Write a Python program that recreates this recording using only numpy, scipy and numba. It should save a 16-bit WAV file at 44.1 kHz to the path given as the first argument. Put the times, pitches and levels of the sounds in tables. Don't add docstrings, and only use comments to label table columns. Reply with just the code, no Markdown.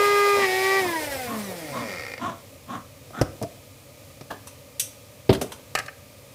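import sys
import numpy as np
from scipy import signal
from scipy.fft import rfft, irfft
from scipy.io import wavfile
from scipy.ndimage import uniform_filter1d
from numba import njit

SR = 44100
rng = np.random.default_rng(int(sys.argv[2]) if len(sys.argv) > 2 else 0)


def inscribe(sig):
    pcm = np.round(np.clip(np.atleast_2d(sig).T, -1, 1) * 32767)
    wavfile.write(sys.argv[1], SR, pcm.astype(np.int16))


N = 279594
TIME = np.arange(N) / SR
POWER_OFF_S, STOP_S = 0.793, 2.13
MAINS_HZ, TOP_HZ = 60, 15500
POWERED = np.clip((POWER_OFF_S - TIME) / 0.05493 + 1, 0, 1)
SURGE_PHASE = 2 * np.pi * 2 * MAINS_HZ * TIME


def undb(db):
    return 10 ** (np.asarray(db) / 20)


def unit(x):
    return x / np.sqrt(np.mean(x ** 2) + 1e-20)


def clock(size=N):
    return np.arange(size) / SR


def response(points, hz):
    f, db = np.transpose(points)
    return undb(np.interp(np.log(np.maximum(hz, 1)), np.log(f), db))


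def noise(points, size=N):
    gains = response(points, np.fft.rfftfreq(size, 1 / SR))
    return unit(irfft(rfft(rng.standard_normal(size)) * gains, size))


def resonate(x, hz, width):
    b, a = signal.iirpeak(hz, hz / width, fs=SR)
    return signal.lfilter(b, a, signal.lfilter(b, a, x))


@njit
def sweep(x, hz, width):
    y, band_state, low_state = np.empty(len(x)), 0., 0.
    for i in range(len(x)):
        step, damping = np.tan(np.pi * hz[i] / SR), width / hz[i]
        band = (band_state + step * (x[i] - low_state)) / (1 + step * (step + damping))
        band_state = 2 * band - band_state
        low_state += 2 * step * band
        y[i] = damping * band
    return y


def walk(rate, size=N):
    hold = max(int(SR / rate), 1)
    steps = np.repeat(rng.standard_normal(size // hold + 1), hold)
    return 1.3 * uniform_filter1d(steps, hold)[:size]


def fade(t, t60):
    return np.exp(-np.log(1000) * t / t60)


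def ring(tones, detune=0.):
    t = clock(SR // 2)
    out = np.zeros(len(t))
    for k, (hz, db, t60) in enumerate(tones):
        hz *= 1 + detune * rng.standard_normal()
        out += (-1) ** k * undb(db) * fade(t, t60) * np.sin(2 * np.pi * hz * t)
    return out


def burst(points, t60, rise=0.00081):
    t = clock(SR // 2)
    return noise(points, len(t)) * fade(t, t60) * (1 - np.exp(-t / rise))


def blow(x, db):
    return x * undb(db) / np.sqrt(np.mean(x[:int(.015 * SR)] ** 2))


def swell(peak_s, length_s):
    return np.exp(-(2 * (TIME - peak_s) / length_s) ** 2)


def add(out, s, x):
    i = int(s * SR)
    out[i:i + len(x)] += x[:N - i]


def room(x, wet_db, t60_low=0.57, t60_high=0.31):
    t = clock(SR * 3 // 4)
    hiss = rng.standard_normal(len(t))
    low = signal.sosfilt(signal.butter(1, 1500, fs=SR, output="sos"), hiss)
    tail = low * fade(t, t60_low) + (hiss - low) * fade(t, t60_high)
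    tail *= np.clip(t / 0.0024 - 1, 0, 1)
    return x + undb(wet_db) * signal.fftconvolve(x, tail / np.linalg.norm(tail))[:N]


# f/Hz, level/dB
ROOM_AIR = [(15, -55.5), (25, -21), (91, -3), (140, -5.5), (164, -10.5), (274, -10), (368, -17), (567, -4),
            (648, -16), (1050, -20), (1450, -25), (2490, -17.5), (2700, -21.5), (4260, -22), (15500, -26)]
# f/Hz, width/Hz, level/dB
DRONE_BANDS = [(101.4, 38, -55), (133.4, 12, -59), (271.2, 28, -61), (489, 59, -63), (585, 68, -60.5),
               (1222, 86, -66), (2440, 360, -70)]
def kitchen():
    drone = sum(undb(db) * unit(resonate(rng.standard_normal(N), hz, width))
                for hz, width, db in DRONE_BANDS)
    return noise(ROOM_AIR) * undb(-48.5 + 0.34 * walk(6)) + drone


# t/s, speed/Hz
DRIVEN_SPEED = [(0.0, 408.3), (0.164, 408.0), (0.368, 404.5), (0.432, 393.7), (0.456, 380.6), (0.5, 371.7),
                (0.67, 384.2), (0.76, 388.2), (0.79, 386.0)]
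def shaft_speed():
    friction_hz_per_s, drag_hz, drag_s = 218, 45, .19
    driven = np.interp(TIME, *np.transpose(DRIVEN_SPEED))
    coasted_s = np.maximum(TIME - POWER_OFF_S, 0)
    drag = drag_hz * (1 - np.exp(-coasted_s / drag_s))
    return np.maximum(driven - friction_hz_per_s * coasted_s - drag, 20)


def halvings(hz):
    return np.log2(400 / hz)


def harmonic(angle, k, ripple, rough):
    a, b, c = rng.uniform(0, 2 * np.pi, 3)
    surges = np.sin(SURGE_PHASE + b) + ripple / 2 * np.sin(2 * SURGE_PHASE + c)
    flicker = 1 + rough * (1 - 0.73 * POWERED) * walk(69.97)
    return np.sqrt(2) * np.sin(k * angle + a) * (1 + ripple * POWERED * surges) * flicker


# f/Hz, level/dB
FEET_SHAKE = [(100, -30), (175, -23), (215, -11.5), (265, -27), (350, -9), (375, -5.5), (408, 0)]
# f/Hz, level/dB
CUP_WALL_GAIN = [(250, 2), (370, -7), (520, 0), (660, -7), (720, 1), (770, 0), (850, -9), (970, 2),
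                 (1060, -6), (1115, -17), (1160, 3), (1205, 3), (1225, 7)]
def hum(hz, angle):
    shake = undb(-21) * response(FEET_SHAKE, hz) * harmonic(angle, 1, ripple=0.045, rough=0.0659)
    for k, db, fall_db, ripple, rough in [(2, -31.3, 7.5, 0.14, .4), (3, -30.4, 12.5, 0.08, 0.35)]:
        gain = undb(db - fall_db * halvings(hz)) * response(CUP_WALL_GAIN, k * hz)
        shake += gain * harmonic(angle, k, ripple, rough)
    bearing_shape = [(300, -2), (650, -2), (1100, -15), (1600, -4.5)]
    bearings = sum(harmonic(angle, k, ripple=0, rough=0.27) * response(bearing_shape, k * hz)
                   for k in range(4, 7))
    poles = np.sin(2 * angle + SURGE_PHASE)
    return shake + undb(-44) * (1 - POWERED) * bearings + undb(-39) * POWERED * poles


# f/Hz, level/dB
CASE_GAIN = [(300, -10), (700, -7), (1400, -28), (1550, -7), (1595, -10), (1630, 0), (2000, 1.5),
             (2400, -0.5), (2800, -16.5), (3250, -12), (3700, -16.5), (4100, -14), (4500, -18.5),
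             (5150, -11), (5700, -23), (7500, -21)]
def whine(hz, angle):
    panel_hz, panel_width_hz, panel_db = 1935, 50, 5.5
    tones = np.zeros(N)
    for k in range(4, 19):
        flare = undb(panel_db / (1 + (2 * (k * hz - panel_hz) / panel_width_hz) ** 2))
        buzz = min(0.24 * (k - 3.4), .95)
        tones += response(CASE_GAIN, k * hz) * flare * harmonic(angle, k, ripple=buzz, rough=0.71)
    slowed = np.maximum(halvings(hz) - .055, 0)
    return tones * undb(-32.2 - 21 * slowed - 6.2 * (1 - POWERED))


# f/Hz, level/dB
WHISTLE_GAIN = [(2500, -3), (3200, -2), (3850, 3), (4200, -10), (4700, 2), (5300, 3), (6300, 0), (6700, -7),
                (7400, 4), (8200, 2), (9000, 1), (10500, -12), (11600, 3), (12250, -6), (13200, 6),
                (15000, -4)]
def whistle(hz, angle):
    tones = sum(harmonic(angle, k, ripple=0.54, rough=0.7)
                * (k * hz < TOP_HZ) * response(WHISTLE_GAIN, k * hz) for k in range(10, 80, 10))
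    return tones * undb(-52.5 - 6.5 * halvings(hz) - 3 * POWERED)


# f/Hz, level/dB
HISS_SHAPE = [(40, -27), (110, -13), (170, -6), (400, 3.5), (650, 13.5), (1100, -6), (1480, 7), (2100, 9),
              (2700, 5.5), (5200, 4), (6700, -0.5), (9000, 2), (15000, -2.5)]
def brush_hiss(hz, angle):
    scrape = 1 + 0.19 * np.cos(angle) + 0.12 * POWERED * np.sin(SURGE_PHASE)
    hiss = noise(HISS_SHAPE) * scrape * undb(1.1 * walk(26.12))
    bright = signal.sosfilt(signal.butter(1, 6000, "high", fs=SR, output="sos"), hiss)
    rush = np.clip(hz / 420, 0, 1) ** 0.99 * (hiss - bright)
    return (bright + rush) * undb(-32.8 - 5.8 * halvings(hz))


def churn(hz):
    slosh = noise([(40, -11), (110, -5.5), (200, -22), (520, 5), (750, -5), (1200, -10), (4000, -33)])
    return slosh * undb(3.4 * walk(20) - 41) * np.clip(hz / 270, 0, 1)


# f/Hz, level/dB, fade/s
BASE_TONES = [(517.5, -3, 0.058), (780, -4.5, 0.022), (1360, -3, 0.019), (1850, -1.5, 0.035),
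              (2142, -0.5, 0.031), (2387, -2.5, 0.0264), (4670, -4.5, 0.017), (5160, -6, 0.01431),
              (5840, -9.5, .012), (7176, -22.5, 0.016)]
# t/s, level/dB
LAST_TICKS = [(2.137, -36.5), (2.179, -37.5)]
def rattle(hz, turns):
    loose_db, tight_db, loose_hz, tighten_db_per_hz = -38, -62, 94, .19
    tick_db = np.maximum(loose_db - tighten_db_per_hz * np.maximum(hz - loose_hz, 0), tight_db)
    new_turn = np.diff(np.floor(turns), prepend=np.floor(turns[0]))
    ticks = new_turn * undb(tick_db + .7 * walk(150)) * (TIME < STOP_S)
    for s, db in LAST_TICKS:
        ticks[int(s * SR)] += undb(db)
    rubs = signal.fftconvolve(ticks, fade(clock(SR // 20), t60=0.035))[:N]
    rubs *= noise([(200, -2), (2200, 1), (7000, -3), (12000, -18)])
    base = ring(BASE_TONES)
    knocks = signal.fftconvolve(ticks, blow(base, db=0))[:N]
    ringing_rubs = signal.fftconvolve(rubs, base / np.linalg.norm(base))[:N]
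    return undb(-2) * knocks + undb(-2.5) * ringing_rubs + undb(-3) * rubs


def motor():
    hz = shaft_speed()
    wobble = np.where(TIME < POWER_OFF_S, .0005, .002)
    turns = np.cumsum(hz * (1 + wobble * walk(60))) / SR
    turns -= np.interp(LAST_TICKS[0][0], TIME, turns)
    angle = 2 * np.pi * turns
    humming = np.clip((STOP_S - TIME) / 0.23, 0, 1)
    spinning = np.clip((STOP_S - TIME) / 0.054 + 1, 0, 1)
    tones = hum(hz, angle) + whine(hz, angle) + whistle(hz, angle)
    hiss = spinning * brush_hiss(hz, angle)
    return humming * (tones + churn(hz)) + hiss + room(rattle(hz, turns), wet_db=-7)


# t/s, length/s, pitch/Hz, level/dB, mouth tone/Hz
DOG_BARKS = [(.41, .08, 298, -36, 970), (.857, .12, 309, -37, 950), (1.33, .12, 281, -34, 1010),
             (1.784, .11, 280, -33, 990), (2.262, .112, 353, -30.5, 1020), (2.735, .097, 290, -33.5, 1086),
             (3.19, .1, 285, -35, 1300)]
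# f/Hz, width/Hz, level/dB
THROAT_BANDS = [(247, 105, 1.5), (430, 160, -7), (708, 210, -0.5), (1310, 180, -17), (1726, 84, -10),
                (3300, 1400, -18), (5500, 3000, -26)]
def dog():
    out, size = np.zeros(N), SR // 3
    boom_shape = [(50, -25), (110, -1), (160, -10), (215, 0), (275, 0), (340, -14), (900, -45)]
    for s, length, pitch, db, mouth_hz in DOG_BARKS:
        from_middle = (clock(size) - size / SR / 2) / length
        closing = np.minimum(4 * from_middle ** 2, 1.5)
        hz = pitch * (1 - .1 * closing) * (1 + .045 * walk(250, size))
        cycles = np.cumsum(hz) / SR
        pulses = unit(np.diff(np.floor(cycles), prepend=0) - hz / SR) * undb(2.5 * walk(199.2, size))
        breath = unit(rng.standard_normal(size) * np.exp(-(cycles % 1) / 0.48))
        source = pulses + 1.05 * breath
        mouth = mouth_hz * (1.04 - 0.082 * closing)
        voice = undb(2.0) * sweep(sweep(source, mouth, 325.0), mouth, 325.0)
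        voice += sum(undb(gain) * resonate(source, f, width) for f, width, gain in THROAT_BANDS)
        voice = unit(voice) + undb(-5) * noise(boom_shape, size)
        loudness = undb(db + 0.9 * walk(90.6, size)) * np.exp(-np.abs(2 * from_middle) ** 3.8)
        add(out, s - size / SR / 2, voice * loudness)
    return out


def bite():
    chop = 1 + .6 * np.cos(2 * np.pi * 2 * np.cumsum(shaft_speed()) / SR)
    rasp = noise([(300, -22), (1400, -24), (1930, 3), (2150, -1), (2400, -4), (2800, -14),
                  (4100, -17), (8000, -27), (15000, -36)])
    return rasp * chop * swell(peak_s=.438, length_s=.07) * undb(-27.5)


def slump():
    rumble = noise([(25, -6), (60, -4), (100, 2), (150, -8), (300, -22), (1000, -45)])
    return rumble * swell(peak_s=1.17, length_s=.3) * undb(-44)


# t/s, thud/dB, clack/dB, tick/dB
TAB_SLIPS = [(3.105, -47, -55, -65), (3.188, -39, -52, -60), (3.213, -17.3, -28.3, -37.2),
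             (3.415, -30, -55, -56.5), (3.425, -31, -54, -40.5), (3.432, -30, -41, -53.5),
             (4.21, -41, -47, -64)]
# f/Hz, level/dB, fade/s
LOCKED_TONES = [(93, -6, 0.22), (133, 0, 0.11), (209, -15, 0.13), (287, 0, 0.084), (463, -2.5, 0.042),
                (613, -1, 0.059), (726, 0.5, 0.033), (980.94, -8.5, 0.055), (1280, -20.5, .05)]
# f/Hz, level/dB
THUD_SHAPE = [(30, -18), (75, 4), (170, 9), (400, 6), (650, 5), (1100, -28), (2000, -35)]
# f/Hz, level/dB
TICK_SHAPE = [(700, -46), (1500, -13), (3000, -2.5), (4800, -3), (6100, 3.5), (7000, -0.5), (8300, 3.5),
              (11000, 1.5), (15000, -7.5)]
def twists():
    out = np.zeros(N)
    tab_shape = [(500, -18), (1200, 12), (2500, 0.5), (4300, -1), (5300, 7), (6500, -5), (15000, -28.5)]
    for s, thud_db, clack_db, tick_db in TAB_SLIPS:
        add(out, s, blow(ring(LOCKED_TONES, detune=0.0165), thud_db - 1.2))
        add(out, s, blow(burst(THUD_SHAPE, t60=0.054), thud_db))
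        add(out, s, blow(burst(tab_shape, t60=0.039), clack_db))
        add(out, s, blow(burst(TICK_SHAPE, t60=0.042), tick_db))
    return out


def bubble():
    out, t, start_hz = np.zeros(N), clock(SR // 2), 638
    note = np.sin(2 * np.pi * start_hz * (t + 2 * t ** 2))
    glug = note * fade(t, t60=0.061) * (1 - np.exp(-t / 0.0063))
    add(out, s=3.444, x=blow(glug, db=-32.5))
    return out


# f/Hz, level/dB
SCRAPE_SHAPE = [(60, -10.5), (220, 3), (600, 1.5), (1150, -0.5), (1450, -9), (1700, 4), (2000, -19),
                (3200, -11.5), (6000, -24), (15000, -25)]
def lift():
    out = np.zeros(N)
    scrape = burst(SCRAPE_SHAPE, t60=0.18, rise=.003) * undb(2 * walk(303, SR // 2))
    add(out, s=4.3, x=blow(scrape, db=-32))
    return out


# t/s, level/dB, body/dB
EDGE_SNAPS = [(4.471, -41, -45.5), (4.796, -21, -59), (5.412, -35, -35), (5.519, -40.5, -38.5)]
# f/Hz, level/dB, fade/s
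EDGE_TONES = [(2700, -9, .12), (5760, -3, .13), (6150, 0, .17), (7910, -3, .12), (8360, -2, .13),
              (9540, -4, .11), (10500, -5, .1)]
# f/Hz, level/dB
CLACK_SHAPE = [(500, 1), (1000, 11), (1800, 2), (3300, 5), (5200, -2), (6500, -38), (15000, -44)]
def snaps():
    out = np.zeros(N)
    for s, db, body_db in EDGE_SNAPS:
        add(out, s, blow(burst(TICK_SHAPE, t60=0.087, rise=.0013), db - 1))
        add(out, s, blow(ring(EDGE_TONES, detune=.004), db - 9))
        add(out, s, blow(burst(CLACK_SHAPE, t60=0.07), body_db))
    return out


# f/Hz, level/dB, fade/s
CUP_TONES = [(62, -10.5, 0.16), (87, -4, 0.1377), (127, -7.5, 0.21), (164, -16, .14), (215, -4, 0.17),
             (283, -12, 0.15), (380, 1, 0.15), (486, -1, 0.09), (604, -4, 0.049), (777, -6.5, .04),
             (965, -15, 0.036)]
# t/s, thud/dB, clack/dB, tick/dB
CUP_KNOCKS = [(5.2925, -16, -25, -55), (5.302, -23, -30, -50), (5.328, -34, -29.5, -39),
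              (5.334, -39, -36.5, -39), (5.348, -36, -34, -43), (5.372, -36, -55, -57),
              (5.414, -26, -39, -34.5), (5.422, -33, -43, -39)]
def cup():
    out = np.zeros(N)
    add(out, s=5.293, x=blow(ring(CUP_TONES), db=-12))
    for s, thud_db, clack_db, tick_db in CUP_KNOCKS:
        add(out, s, blow(burst(THUD_SHAPE, t60=0.13), thud_db))
        add(out, s, blow(burst(CLACK_SHAPE, t60=0.064, rise=0.00065), clack_db))
        add(out, s, blow(burst(TICK_SHAPE, t60=0.059), tick_db))
    return out


# t/s, ring/dB, tick/dB
LID_KNOCKS = [(5.751, -24.5, -28), (5.775, -32, -53.5), (5.787, -34, -32), (5.798, -33.5, -62),
              (5.861, -51.5, -46.5), (5.882, -38.5, -65)]
# f/Hz, level/dB, fade/s
LID_TONES = [(594, -5.5, 0.05), (786.24, -12, 0.11), (1144, -5, 0.031), (1286, -0.5, 0.047),
             (1500, -6.5, 0.04394), (1620, -1.5, 0.044), (1762, -1, 0.063), (1940, -7, .04),
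             (2290, -28, .045), (2680, -16, .04), (4330, -8, 0.0241), (5500, -12, 0.041)]
# f/Hz, level/dB
LID_SHAPE = [(40, -9), (85, 2), (200, -17.5), (600, -1), (1000, -8.5), (1700, 4.5), (2800, 1.5),
             (4000, -33.5)]
def lid():
    out = np.zeros(N)
    tick_shape = [(2500, -6), (4400, 1.5), (6300, -2.5), (7500, -2), (11000, -8), (15000, -15.5)]
    for s, ring_db, tick_db in LID_KNOCKS:
        add(out, s, blow(ring(LID_TONES, detune=0.017), ring_db))
        add(out, s, blow(burst(LID_SHAPE, t60=0.047), ring_db))
        add(out, s, blow(burst(tick_shape, t60=0.0344), tick_db))
    return out


def scene():
    blender = room(motor() + bite() + slump(), wet_db=-20)
    handling = room(twists() + bubble() + lift() + cup() + lid(), wet_db=-13.5, t60_low=0.49)
    handling += room(snaps(), wet_db=-8)
    barking = room(dog(), wet_db=-6.5, t60_low=0.33)
    return (blender + handling + barking + kitchen())[None]


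def record(dry):
    thin = signal.sosfilt(signal.butter(2, 42, "high", fs=SR, output="sos"), dry)
    return signal.sosfilt(signal.ellip(10, .2, 70, TOP_HZ, fs=SR, output="sos"), np.clip(thin, -1, 1))


dry = scene()
out = record(dry)
inscribe(out)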